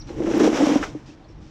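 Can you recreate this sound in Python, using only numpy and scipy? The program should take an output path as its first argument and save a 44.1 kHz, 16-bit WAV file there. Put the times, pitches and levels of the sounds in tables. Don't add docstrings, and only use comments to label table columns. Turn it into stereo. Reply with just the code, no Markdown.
import sys
import numpy as np
from scipy import signal
from scipy.fft import rfft, irfft
from scipy.io import wavfile
from scipy.ndimage import uniform_filter1d

SR = 44100
rng = np.random.default_rng(int(sys.argv[2]) if len(sys.argv) > 2 else 0)


def magnitude_from_level(level_db):
    exponent = np.asarray(level_db, float) / 20
    return 10 ** exponent


def master(y):
    cut = np.clip(np.atleast_2d(y).T, -1, 1)
    pcm = np.round(cut * 32767)
    wavfile.write(sys.argv[1], SR, pcm.astype(np.int16))


N = 66150

# (frequency [Hz], level [dB])
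GRIT_COLOUR = [(400, -3), (750, -8), (1600, -14), (3300, -19), (4500, -26), (5700, -18.5), (7600, -29.5),
               (8600, -40), (14000, -50.5), (15600, -57)]
GRIT_PER_S, GRIT_SPREAD_DB = 9000, 2.5


def col(table, k):
    return np.array(table, float)[:, k]


def curve(table, k):
    return np.interp(np.arange(N) / SR, col(table, 0), col(table, k))


def colour(x, table, scale=1, steep=True):
    log_hz = np.log(np.arange(N // 2 + 1) * SR / N + 1)
    db = np.interp(log_hz, np.log(col(table, 0)), col(table, 1))
    db = db - 30 * steep * np.maximum(np.log(table[0][0]) - log_hz, 0)
    return irfft(rfft(x) * magnitude_from_level(scale * db), N)


def unit(x):
    return x / np.sqrt(np.mean(x ** 2))


def walk(rate):
    k = int(SR / rate)
    held = np.repeat(rng.standard_normal(N // k + 1), k)
    return unit(uniform_filter1d(held, k)[:N])


def clicks(per_s, spread_db):
    chance, sign, size = rng.random((3, N))
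    struck = chance < per_s / SR
    return unit(struck * np.sign(sign - .5) * magnitude_from_level(-spread_db * np.log(1 - size)))


def band(x, hz, width):
    return signal.lfilter(*signal.iirpeak(hz, hz / width, fs=SR), x)


def add(out, s, x):
    i = int(s * SR)
    out[i:i + len(x)] += x[:N - i]


def progress(length_s):
    return np.arange(int(length_s * SR)) / (length_s * SR)


def ring(modes, push_s, phases):
    t = np.arange(int(SR / 4)) / SR
    out = np.zeros(len(t))
    for (hz, db, t60), phase in zip(modes, phases):
        fall_db = 60 * (t / max(t60, .008)) ** 1.4
        out += magnitude_from_level(db - fall_db) * np.sin(2 * np.pi * (hz * t + phase))
    return (1 - np.exp(-t / push_s)) * out


def grit():
    # (time [s], level [dB])
    drag = [(0.04, -75), (0.092, -55.5), (0.158, -54.5), (0.354, -37), (0.39, -38.5), (0.4, -31),
            (0.422, -33.5), (0.442, -29.5), (0.478, -33), (0.506, -39), (0.562, -33.5), (0.65, -31.5),
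            (0.754, -34), (0.804, -43), (0.832, -38), (0.92, -55.5), (1.05, -64)]
    stones = clicks(GRIT_PER_S, GRIT_SPREAD_DB) * magnitude_from_level(1.3 * walk(89.46))
    fines = 0.66 * rng.standard_normal(N)
    after_stop = np.maximum(np.arange(N) / SR - drag[-1][0], 0)
    return unit(colour(stones + fines, GRIT_COLOUR)) * magnitude_from_level(curve(drag, 1) + 7 - 60 * after_stop)


def judder():
    # (time [s], judder level [dB])
    load = [(0, -60.5), (.1, -33.5), (.19, -29.5), (.24, -25.5), (.263, -38), (.3, -20.5), (.375, -22.5),
            (.388, -40), (.44, -15.5), (.47, -28), (.482, -30), (.59, -24), (.64, -29), (.651, -46),
            (.667, -48), (.69, -25), (.75, -26.5), (.785, -33.5), (1.0, -51), (1.5, -49.5)]
    # (frequency [Hz], width [Hz], level [dB])
    boom = [(206, 15, -2), (252.3, 36, -3.5), (316.6, 25.8, 2), (352.4, 23.6, -3), (440, 20.7, -5),
            (557, 105, -11.5), (690, 250, -22), (815, 67, -15)]
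    slips = clicks(1100, 2) * magnitude_from_level(curve(load, 1))
    gain = 1 / np.sqrt(sum(magnitude_from_level(2 * db) * width * np.pi / SR for _, width, db in boom))
    out = np.zeros(N)
    for k, (hz, width, db) in enumerate(boom):
        out += (-1) ** k * magnitude_from_level(db) * band(slips, hz, width)
    return gain * out


def bumps(tick):
    # (time [s], peak level [dB], panel pitch [Hz], ring t60 [s])
    bump_table = [(.103, -23.5, 334, 0.034), (.179, -29.5, 353, 0.084), (0.202, -16.5, 339.5, 0.068),
                  (0.2677, -15, 336, 0.097), (.3125, -11.5, 377, 0.017), (0.34, -16, 300, 0.096),
                  (0.3665, -10, 334, 0.044), (0.402, -7.5, 361, 0.034), (.4065, -2.5, 379, 0.028),
                  (0.4175, -3.5, 317, 0.03), (0.426, -10, 300, 0.016), (0.4339, -4, 309, 0.03),
                  (0.453, -13, 309.8, 0.12), (0.4751, 2, 428, .013), (0.669, -9, 277, 0.044),
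                  (.757, -4, 279, 0.045), (.949, -23.5, 301, 0.083), (.624, -9, 307.5, .06),
                  (.634, -9.5, 298.5, 0.043), (.3757, -11, 330, 0.021), (.279, -20, 340, 0.053),
                  (.492, -12, 303, 0.031), (0.501, -16, 331, 0.029), (.529, -8.5, 316, 0.022),
                  (0.544, -15.5, 300, 0.035), (.562, -16, 284, 0.035), (.573, -21, 310, 0.035),
                  (.584, -18, 316, 0.032), (.395, -12, 312, 0.027), (.737, -17, 285, 0.071),
                  (.23, -22, 348, 0.052), (.243, -20.5, 336, 0.047), (0.484, -21, 316, 0.032),
                  (0.516, -14, 332, 0.04), (.602, -12, 277, 0.065), (0.6913, -13, 306, 0.057),
                  (.702, -12, 287.7, 0.075), (.715, -8, 295.3, 0.05), (0.799, -19.5, 290, 0.026),
                  (.810, -16.5, 304, 0.034), (.882, -31.5, 300, 0.064), (1.085, -37.5, 295.3, 0.15),
                  (1.297, -41.5, 368, 0.031)]
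    # (times the pitch [ratio], level [dB], share of the ring time [ratio])
    panel = [(1, 0, 1), (.73, -20, .6), (1.45, -11, .45), (1.95, -13, .4), (2.55, -19, .3), (3.3, -26, .3)]
    tick_db, tick_s = -41, 0.0034
    out, gate = np.zeros(N), np.zeros(N)
    t = np.arange(int(SR / 10)) / SR
    for s, db, hz, t60 in bump_table:
        modes = [(hz * ratio, db + level + 2, t60 * share) for ratio, level, share in panel]
        add(out, s, ring(modes, .0012, np.zeros(len(panel))))
        add(gate, s, magnitude_from_level(db + tick_db) * np.exp(-t / tick_s))
    return out + gate * tick


def knocks():
    # (time [s], peak level [dB], pitch [Hz], ring t60 [s])
    knock_table = [(.187, -25, 408, .03), (.203, -23.5, 528, 0.066), (.211, -23.5, 454, 0.04),
                   (.222, -21.5, 416, 0.046), (.268, -18.5, 452, 0.035), (.272, -21, 214, 0.1),
                   (.285, -18.5, 583, .03), (.313, -19.5, 516, 0.015), (.336, -25.5, 230, 0.044),
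                   (.362, -19.5, 214, 0.065), (.4745, -12.5, 785, 0.012), (.462, -23, 204, 0.084),
                   (.484, -15, 235.5, 0.069), (.529, -17, 593, 0.03), (.584, -18.5, 557, 0.038),
                   (.592, -17, 557, 0.05), (.607, -15, 530, .06), (.618, -20, 498, 0.03),
                   (.669, -13.5, 552, 0.025), (.690, -18, 488, .04), (.608, -20, 721, 0.054),
                   (.759, -14, 754, 0.016), (.700, -30, 580, .03), (.731, -18.5, 480, 0.043),
                   (.7575, -14.5, 562, 0.023), (.826, -28, 390, 0.023), (.948, -25.5, 440, 0.037),
                   (.9485, -33.5, 600, .02), (.862, -39, 1460, .06), (1.2, -48.5, 760, 0.091),
                   (1.255, -43, 612, 0.044), (1.3, -44.5, 487, 0.044)]
    out = np.zeros(N)
    for s, db, hz, t60 in knock_table:
        add(out, s, ring([(hz, db, t60)], .0006, [0]))
    return out


def clanks(tick):
    # (time [s], level [dB])
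    clank_table = [(.8265, -28.5), (.8295, -31), (.833, -37), (.8365, -29), (.841, -52), (.849, -40.5),
                   (.866, -49), (0.37, -35.5), (0.53, -33), (0.22, -41), (.335, -31.5), (0.092, -45),
                   (.269, -36), (.399, -37), (.445, -33.5), (0.6, -37), (0.26, -38), (0.45, -40)]
    # (frequency [Hz], level [dB], ring t60 [s])
    plate = [(1100, 0, .022), (1292, 0, .025), (1427, -5, .03), (1560, -3, .025), (1780, -5, .025),
             (2046, -3, .03), (2331, -4, .022), (2600, -7, .02), (2885, -7, .02)]
    crack_hz, crack_width_hz, crack_s = 1500, 1600, 0.0036
    crack = unit(band(band(tick, crack_hz, crack_width_hz), crack_hz, crack_width_hz))
    out, gate = np.zeros(N), np.zeros(N)
    t = np.arange(int(SR / 10)) / SR
    for s, db in clank_table:
        add(out, s, magnitude_from_level(db) * ring(plate, 0.001, rng.random(len(plate))))
        add(out, s, magnitude_from_level(db) * np.exp(-t / crack_s) * crack[int(s * SR):][:len(t)])
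        add(gate, s, magnitude_from_level(db - 9.5) * np.exp(-t / 0.014))
    return out + gate * tick


def snaps():
    # (time [s], level [dB])
    snap_table = [
        (.381, -39),
        (.475, -46),
    ]
    out, t = np.zeros(N), np.arange(int(SR / 100)) / SR
    for s, db in snap_table:
        noise = rng.standard_normal(len(t))
        add(out, s, magnitude_from_level(db) * np.diff(noise, prepend=0) * np.exp(-t / .001))
    return out


def scuffs():
    # (time [s], length [s], level [dB])
    scuff_table = [
        (1.056, 0.1, -54),
        (1.4, 0.26, -59.5),
        (1.283, .06, -65),
        (0.066, 0.065, -52),
        (0, .07, -59),
        (0.832, 0.087, -48.5),
    ]
    gate = np.zeros(N)
    for s, length, db in scuff_table:
        u = progress(length)
        add(gate, s, magnitude_from_level(db) * np.minimum(u * 12, 1) * np.sqrt(1 - u ** 2))
    sole_colour = [(1200, 0), (2600, 6.5), (4000, 2.5), (5500, 7.0), (7500, -5.0), (10000, -29), (14000, -41.5)]
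    return gate * unit(colour(clicks(6000, 0.86), sole_colour))


def birds():
    # (time [s], length [s], from [Hz], to [Hz], level [dB])
    bird_table = [
        (0, .027, 5700, 3500, -41),
        (.012, .02, 6000, 4200, -52),
        (.081, .022, 4050, 4250, -51),
        (1.225, .02, 3600, 4400, -67),
        (1.258, .016, 4300, 3300, -65),
        (1.102, .01, 2700, 2650, -52),
    ]
    out = np.zeros(N)
    for s, length, hz0, hz1, db in bird_table:
        u = progress(length)
        env = np.minimum(u * length / 0.00081, 1) * (1 - u ** 3)
        hz = hz0 + (hz1 - hz0) * u ** 1.9
        add(out, s, magnitude_from_level(db) * env * np.sin(2 * np.pi * np.cumsum(hz) / SR))
    return out * magnitude_from_level(2.5 * walk(400))


def chirrs():
    # (time [s], length [s], pitch [Hz], level [dB])
    chirr_table = [
        (.005, .075, 5750, -54),
        (1.281, .06, 5500, -62),
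        (1.35, .04, 5500, -70),
        (1.065, .04, 5000, -63),
        (1.24, .022, 4400, -61),
        (1.245, .015, 3500, -65),
        (1.375, .03, 5600, -68),
    ]
    out = np.zeros(N)
    for s, length, hz, db in chirr_table:
        u = progress(length)
        rough = unit(band(band(rng.standard_normal(len(u)), hz, 260), hz, 260))
        add(out, s, magnitude_from_level(db) * np.minimum(u * 8, 1) * (1 - u ** 2) * rough)
    return out


def wind():
    # (time [s], level [dB])
    gusts = [(0.0, -35.5), (0.104, -38), (0.196, -34), (0.216, -35), (0.706, -44), (0.814, -33),
             (0.968, -50.5), (1.27, -47.5), (1.39, -35), (1.5, -46.5)]
    puff_colour = [(12, -21), (30, -5), (60, -9.5), (120, -11.5), (250, -22), (600, -94.5)]
    puff = colour(rng.standard_normal(N), puff_colour)
    return unit(puff) * magnitude_from_level(curve(gusts, 1) + 1.3 * walk(13.2))


def drone():
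    # (time [s], level [dB])
    engine = [(0, -38.5), (.15, -46.5), (.4, -40), (.6, -54), (.85, -52), (.92, -39), (1.05, -48),
              (1.2, -53.5), (1.5, -55)]
    hz, width_hz = 138.2, 36.5
    return unit(band(band(rng.standard_normal(N), hz, width_hz), hz, width_hz)) * magnitude_from_level(curve(engine, 1))


def street():
    # (frequency [Hz], level [dB])
    hum = [(90, -12), (320, -0.5), (450, -18.5), (800, -14), (2000, -23.5), (5500, -33.5), (7200, -41.5),
           (9000, -55), (13000, -68), (15600, -71)]
    return unit(colour(rng.standard_normal(N), hum)) * magnitude_from_level(-49.5 + 0.6 * walk(4.5))


def yard_echo(x):
    t60_s, level_db = .15, -20
    t = np.arange(int(SR / 2)) / SR
    tails = rng.standard_normal((2, len(t))) * magnitude_from_level(-60 * t / t60_s) * (t > .004)
    return [magnitude_from_level(level_db) * signal.fftconvolve(x, tail / np.sqrt(np.sum(tail ** 2)))[:N] for tail in tails]


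def ports(mid, other):
    # (frequency [Hz], level [dB])
    unlike = [(100, -4), (300, -23), (600, -8), (1200, -1.5), (2400, -7.5), (4500, -15), (8000, -1),
              (14000, -0.5)]
    # (frequency [Hz], level [dB])
    turned = [(100, -24), (500, -19), (1200, -6.5), (2200, -20.5), (5000, -5.5)]
    # (frequency [Hz], left minus right [dB])
    lean = [(100, 3.5), (250, -2.5), (500, -4), (1000, -4), (2000, -0.5), (4000, -3), (8000, 3), (12000, 1)]
    side = colour(other, unlike, steep=False)
    side = side + colour(signal.hilbert(mid).imag, turned, steep=False)
    both, apart = wind(), magnitude_from_level(-7.5) * wind()
    left = colour(mid + side, lean, scale=1 / 2, steep=False) + magnitude_from_level(-3.5) * (both + apart)
    right = colour(mid - side, lean, scale=-1 / 2, steep=False) + magnitude_from_level(.5) * (both - apart)
    return np.array([left, right])


def scene():
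    tick = unit(colour(clicks(GRIT_PER_S, GRIT_SPREAD_DB), GRIT_COLOUR))
    hits = bumps(tick) + knocks() + clanks(tick) + judder()
    hits = signal.sosfilt(signal.butter(N=3, Wn=165, btype="high", fs=SR, output="sos"), hits)
    bird = birds() + chirrs()
    echo = yard_echo(hits + bird)
    mid = hits + drone() + snaps() + echo[0] + grit() + scuffs() + street() + bird
    smear = rng.standard_normal(int(SR / 100)) * np.hanning(int(SR / 100))
    smeared = signal.fftconvolve(hits, smear / np.sqrt(np.sum(smear ** 2)))[:N]
    other = smeared + echo[1] + grit() + scuffs() + street() + bird
    return ports(mid, other)


def low_pass(x):
    return signal.sosfilt(signal.butter(12, 15630, fs=SR, output="sos"), x)


def record(dry):
    rounded = np.tanh(0.56 * dry) / 0.64
    top = signal.ellip(N=8, rp=.2, rs=60, Wn=15700, fs=SR, output="sos")
    mix = signal.sosfilt(top, rounded)
    return low_pass(mix)


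dry = scene()
out = record(dry)
master(out)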